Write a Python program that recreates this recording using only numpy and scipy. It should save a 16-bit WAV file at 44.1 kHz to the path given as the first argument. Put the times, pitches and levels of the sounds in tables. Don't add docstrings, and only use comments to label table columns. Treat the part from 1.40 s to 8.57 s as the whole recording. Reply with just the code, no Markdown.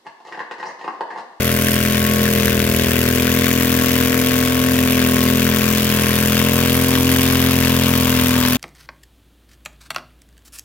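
import sys
import numpy as np
from scipy import signal
from scipy.fft import rfft, irfft, next_fast_len
from scipy.io import wavfile
from scipy.ndimage import map_coordinates

SR = 44100
rng = np.random.default_rng(int(sys.argv[2]) if len(sys.argv) > 2 else 0)


def transcribe(u):
    v = np.clip(np.atleast_2d(u).T, -1, 1)
    q = np.round(v * 32767).astype(np.int16)
    wavfile.write(sys.argv[1], SR, q)


N = 316197

# frequency_hz, relative_db
DIRT_SPECTRUM = [(20, -24), (45, -2), (90, 7), (150, -1), (240, 4), (330, -6.5), (600, -3), (900, -20),
                 (2500, -29)]
# start_s, length_s, level_db
DRONE_SWELLS = [(.88, 0.84, -35), (6.45, .8, -37.5)]
# frequency_hz, t60_s
ECHO_DECAY = [(200, 0.13), (2000, 0.15), (6000, 0.6), (15000, 0.014)]
# time_s, speed_hz
CRANK_SPEED = [(0.0, 41.767), (0.37, 41.875), (0.74, 42.297), (1.02, 41.244), (1.6, 41.179), (1.95, 42.478),
               (2.44, 42.172), (2.8, 42.504), (2.96, 42.234), (3.31, 42.552), (3.85, 42.044),
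               (4.33, 42.557), (4.64, 41.629), (5.22, 42.866), (6.0, 43.241), (6.58, 42.543),
               (7.17, 41.488)]
# angle_turns, strength_db, rise_ms
FIRING_PULSES = [(.214, 0, 1.1), (.856, 0, 1.9), (.43, -13, 1.5)]
# frequency_hz, relative_db
LEFT_RESPONSE = [(550, -4), (800, -5), (1080, 5), (1230, 1), (1500, 8), (2200, 4), (3400, 3.5), (4200, -3),
                 (7400, -2.5), (8600, -10), (9900, -10), (11000, -5), (14500, .5)]
RIGHT_RESPONSE = [(550, -6), (800, -9), (1100, -2), (1500, -6), (2400, 0), (3500, -2), (4200, -7),
                  (5400, -5), (6500, -9), (7400, -18), (8800, -3.5), (10900, -4), (12000, 2), (14200, -10)]
# time_s, left_minus_right_db
TREBLE_BALANCE = [(0.0, -1), (0.12, -4), (2.68, 2.5), (2.79, -1), (3.17, 0.0), (3.47, -1.5), (3.85, -0.5),
                  (4.33, 5), (4.41, 3), (4.73, -7), (4.91, -0.5), (5.23, 0.5), (5.37, -4.5), (7.17, 0.5)]
# time_s, relative_db
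LOAD_SURGE = [(0.0, -25.5), (0.3, -24.5), (0.42, -26), (2.16, -24.5), (2.29, -23.5), (3.17, -26.5),
              (4.75, -24), (5.55, -25.5), (7.15, -24.5), (7.17, -26)]
# order, level_db
HARMONICS = [(1, -47), (2, -27.5), (3, -25.6), (4, -36), (7, -40.5), (8, -39.5), (9, -33.5), (10, -33.5),
             (11, -30.5), (12, -43), (13, -38.5), (14, -34), (15, -47.5), (16, -39.5), (17, -44),
             (18, -54.5), (19, -54.5), (21, -63), (22, -46), (23, -58), (24, -48)]
# lowest_order, slope_db_per_s, fading_db
HARMONIC_TRENDS = [(1, 0, .5), (4, .5, 1.5), (7, -0.5, 1.7), (14, -0.6, 1.2), (18, 1.3, 1.8)]
# time_s, fifth_db, sixth_db
HUM_LEVELS = [(0.0, -25.5, -29), (0.26, -22.5, -27), (0.82, -20, -31), (0.96, -20.5, -29.5),
              (1.8, -28.5, -21), (1.88, -23.5, -21.5), (3.01, -31, -19.5), (3.11, -40, -19.5),
              (3.28, -29, -18), (3.95, -22.5, -19.5), (4.29, -20, -29), (4.67, -22.5, -28.5),
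              (4.87, -20.5, -28), (4.97, -20.5, -25.5), (5.63, -29, -18.5), (6.45, -22.5, -21),
              (6.99, -30.5, -18), (7.17, -30, -19.5)]
# time_s, relative_db
BASS_SWELL = [(0.0, -21), (0.5, -23), (1.62, -22), (2.79, -24), (4.07, -21.5), (4.15, -23.5), (6.39, -19.5),
              (7.15, -23), (7.17, -23)]
SEVENTH_SWELL = [(0.0, -40), (0.36, -36), (0.72, -50), (1.22, -33), (1.62, -55), (2.23, -29), (4.19, -53),
                 (4.31, -33), (5.39, -39), (5.63, -28), (5.87, -39.5), (7.17, -34)]
MIDDLE_SWELL = [(0.0, -30), (0.26, -29), (1.56, -27), (3.07, -29), (3.31, -26.5), (4.91, -27.5),
                (5.27, -26.5), (5.43, -27), (7.05, -28.5), (7.17, -31.5)]
RINGING_ORDERS = [25, 26]
# frequency_hz, tilt_db
BOOM_TILT = [(90, 0.2), (130, 0.55), (260, 0.6), (400, 3.5), (700, 0), (1100, 6)]


def amp(db):
    return 10 ** (np.asarray(db) / 20)


def unit(x):
    return x / np.sqrt(np.mean(x ** 2) + 1e-20)


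def along(points, hz):
    knots_hz, values = np.transpose(points)
    return np.interp(np.log(hz + 1), np.log(knots_hz + 1), values)


def curves(rows):
    time_s, *columns = np.transpose(rows)
    return [np.interp(np.arange(N) / SR, time_s, column) for column in columns]


def swing(rows):
    db, = curves(rows)
    return db - db.mean()


def trend(midway, per_s):
    return midway + per_s * (np.arange(N) - N / 2) / SR


def wobble(rate_hz):
    knots = rng.standard_normal(int(N * rate_hz / SR) + 4)
    coarse = np.arange(0, N + 32, 32)
    return np.interp(np.arange(N), coarse, map_coordinates(knots, [coarse * rate_hz / SR]))


def filtered(x, response):
    size = next_fast_len(N + SR // 2)
    return irfft(rfft(x, size) * response(np.fft.rfftfreq(size, 1 / SR)), size)[..., :N]


def delayed(x, ms):
    return np.interp(np.arange(N) - ms * SR / 1000, np.arange(N), x)


def dirt_rumble(level_db=-33.0):
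    noise = rng.standard_normal(N) + 0.75 * rng.standard_normal((2, N))
    return amp(level_db) * unit(filtered(noise, lambda hz: amp(along(DIRT_SPECTRUM, hz))))


def drone(pitch_hz=65.2, fade_s=0.22):
    t = np.arange(N) / SR
    tone = unit(np.sin(2 * np.pi * pitch_hz * t + 0.57 * wobble(3.8)))
    return tone * sum(amp(db) * np.clip(np.minimum(t - start, start + length - t) / fade_s, 0, 1)
                      for start, length, db in DRONE_SWELLS)


def grounds_echo(x, level_db=-12.5):
    hz, t, spectra = signal.stft(rng.standard_normal((2, SR // 2)), SR, nperseg=256)
    decay = amp(-60 * t / along(ECHO_DECAY, hz)[:, None])
    tail = signal.istft(spectra * decay, SR, nperseg=256)[1]
    return amp(level_db) * signal.fftconvolve(x, tail / np.linalg.norm(tail[0]), axes=1)[:, :N]


def firings(crank, scatter_db=0.7, jitter_ms=0.15):
    trains = np.zeros((len(FIRING_PULSES), N))
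    for train, (angle, db, _) in zip(trains, FIRING_PULSES):
        turns = np.arange(int(crank[-1] - angle) + 1) + angle
        due = np.interp(turns, crank, np.arange(N))
        slip, size = rng.standard_normal((len(due), 2)).T
        onsets = np.clip(due + slip * jitter_ms * SR / 1000, 0, N - 1).astype(int)
        train[onsets] += amp(db + scatter_db * size)
    return trains


def gas_flow(trains, peak_ms, fall_ms, floor):
    ms = np.arange(-SR // 50, SR // 50) * 1000 / SR - peak_ms
    shapes = [np.exp(-np.where(ms < 0, (ms / rise) ** 2, ms / fall_ms)) for _, _, rise in FIRING_PULSES]
    return np.hypot(signal.fftconvolve(trains, shapes, "same", axes=1).sum(0), floor)


def turbulence(spiky_db):
    return unit(rng.standard_normal(N) * amp(spiky_db * wobble(2500)))


def port_band(pair, low_hz, high_hz):
    def response(hz):
        band = 1 / ((1 + (low_hz / (hz + 1)) ** 8) * (1 + (hz / high_hz) ** 8))
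        return band * amp([along(LEFT_RESPONSE, hz), along(RIGHT_RESPONSE, hz)])
    heard = filtered(pair, response)
    return heard / np.sqrt(np.mean(heard.mean(0) ** 2))


def crackle(trains):
    sway_db = np.array([[0.22], [-0.5]]) * swing(TREBLE_BALANCE)
    level_db = trend(-24.5, per_s=0.02) + 0.5 * wobble(45) + sway_db
    flow = gas_flow(trains, peak_ms=1.3, fall_ms=2.1, floor=0.13)
    left = flow * turbulence(spiky_db=3.0)
    lingering = np.hypot(0.35 * delayed(flow, ms=0.14), amp(2) * delayed(flow, ms=1.7))
    right = lingering * turbulence(spiky_db=5.5)
    return amp(level_db) * port_band(np.array([unit(left), unit(right)]), low_hz=4400, high_hz=SR)


def bark(trains, shock_db=-11, incoherence=0.81):
    flow = gas_flow(trains, peak_ms=1.4, fall_ms=2.0, floor=0.34)
    shock = amp(shock_db) * unit(delayed(trains.sum(0), ms=1.079))
    left = unit(flow * turbulence(spiky_db=4.0)) - shock
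    right = delayed(left, ms=0.073) + incoherence * unit(flow * turbulence(spiky_db=7.0))
    jet = np.array([unit(left), unit(right)])
    throat = amp(trend(-37.5, per_s=1.36) + 0.76 * wobble(14)) * port_band(jet, low_hz=690, high_hz=1280)
    body = amp(trend(-31, per_s=-0.5) + 0.69 * wobble(22)) * port_band(jet, low_hz=1313, high_hz=2410)
    rasp = amp(trend(-30.6, per_s=0.44) + 1.1 * wobble(18)) * port_band(jet, low_hz=2255, high_hz=5900)
    return throat + body + rasp


def harmonic_levels(speed_hz, hum_trim_db=0.5, ring_hz=1092, half_width_hz=18.6, ring_db=-37.5):
    levels = [(order, db + hum_trim_db) for order, db in zip((5, 6), curves(HUM_LEVELS))]
    swells = [(1, 3, swing(BASS_SWELL)), (7, 7, swing(SEVENTH_SWELL)), (8, 13, swing(MIDDLE_SWELL))]
    for order, db in HARMONICS:
        _, db_per_s, fading_db = [row for row in HARMONIC_TRENDS if row[0] <= order][-1]
        swell_db = sum(curve for first, last, curve in swells if first <= order <= last)
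        levels.append((order, trend(db, db_per_s) + swell_db + fading_db * wobble(2.14)))
    for order in RINGING_ORDERS:
        detuning = (order * speed_hz - ring_hz) / half_width_hz
        levels.append((order, ring_db - 10 * np.log10(1 + detuning ** 2) + 1.4 * wobble(6)))
    return levels


def stack_phase(order, hz, pipe_hz=204, width_hz=42, cutoff_hz=28):
    pulses = sum(np.exp(-2j * np.pi * order * angle) / rise for angle, _, rise in FIRING_PULSES[:2])
    resonance = 1j * hz * width_hz / (pipe_hz ** 2 - hz ** 2 + 1j * hz * width_hz)
    bass_cut = (1j * hz / (cutoff_hz + 1j * hz)) ** 2
    return np.angle(pulses * resonance * bass_cut)


def boom(speed_hz, crank, drift_rad=0.79, shake_turns=0.00047, uneven_db=0.43):
    turns = crank + shake_turns * wobble(60)
    note = np.zeros(N)
    for order, db in harmonic_levels(speed_hz):
        phase = 2 * np.pi * order * turns + stack_phase(order, order * speed_hz.mean())
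        bend = drift_rad * wobble(1.525) if order >= 10 else 0
        note += np.sqrt(2) * amp(db) * np.cos(phase + bend)
    note *= amp(uneven_db * wobble(60))
    right = delayed(note, ms=trend(0.2, per_s=-0.0079))
    sides = lambda hz: amp([along(BOOM_TILT, hz), -along(BOOM_TILT, hz)])
    return filtered(np.array([note, right]), lambda hz: sides(hz) / sides(hz).mean(0))


def scene():
    speed_hz, = curves(CRANK_SPEED)
    crank = np.cumsum(speed_hz) / SR
    trains = firings(crank)
    blasts = amp(0.69 * swing(LOAD_SURGE)) * (bark(trains) + crackle(trains))
    return blasts + grounds_echo(blasts) + boom(speed_hz, crank) + dirt_rumble() + drone()


def record(dry, top_hz=15850):
    return filtered(np.clip(dry, -1, 1), lambda hz: hz < top_hz)


dry = scene()
out = record(dry)
transcribe(out)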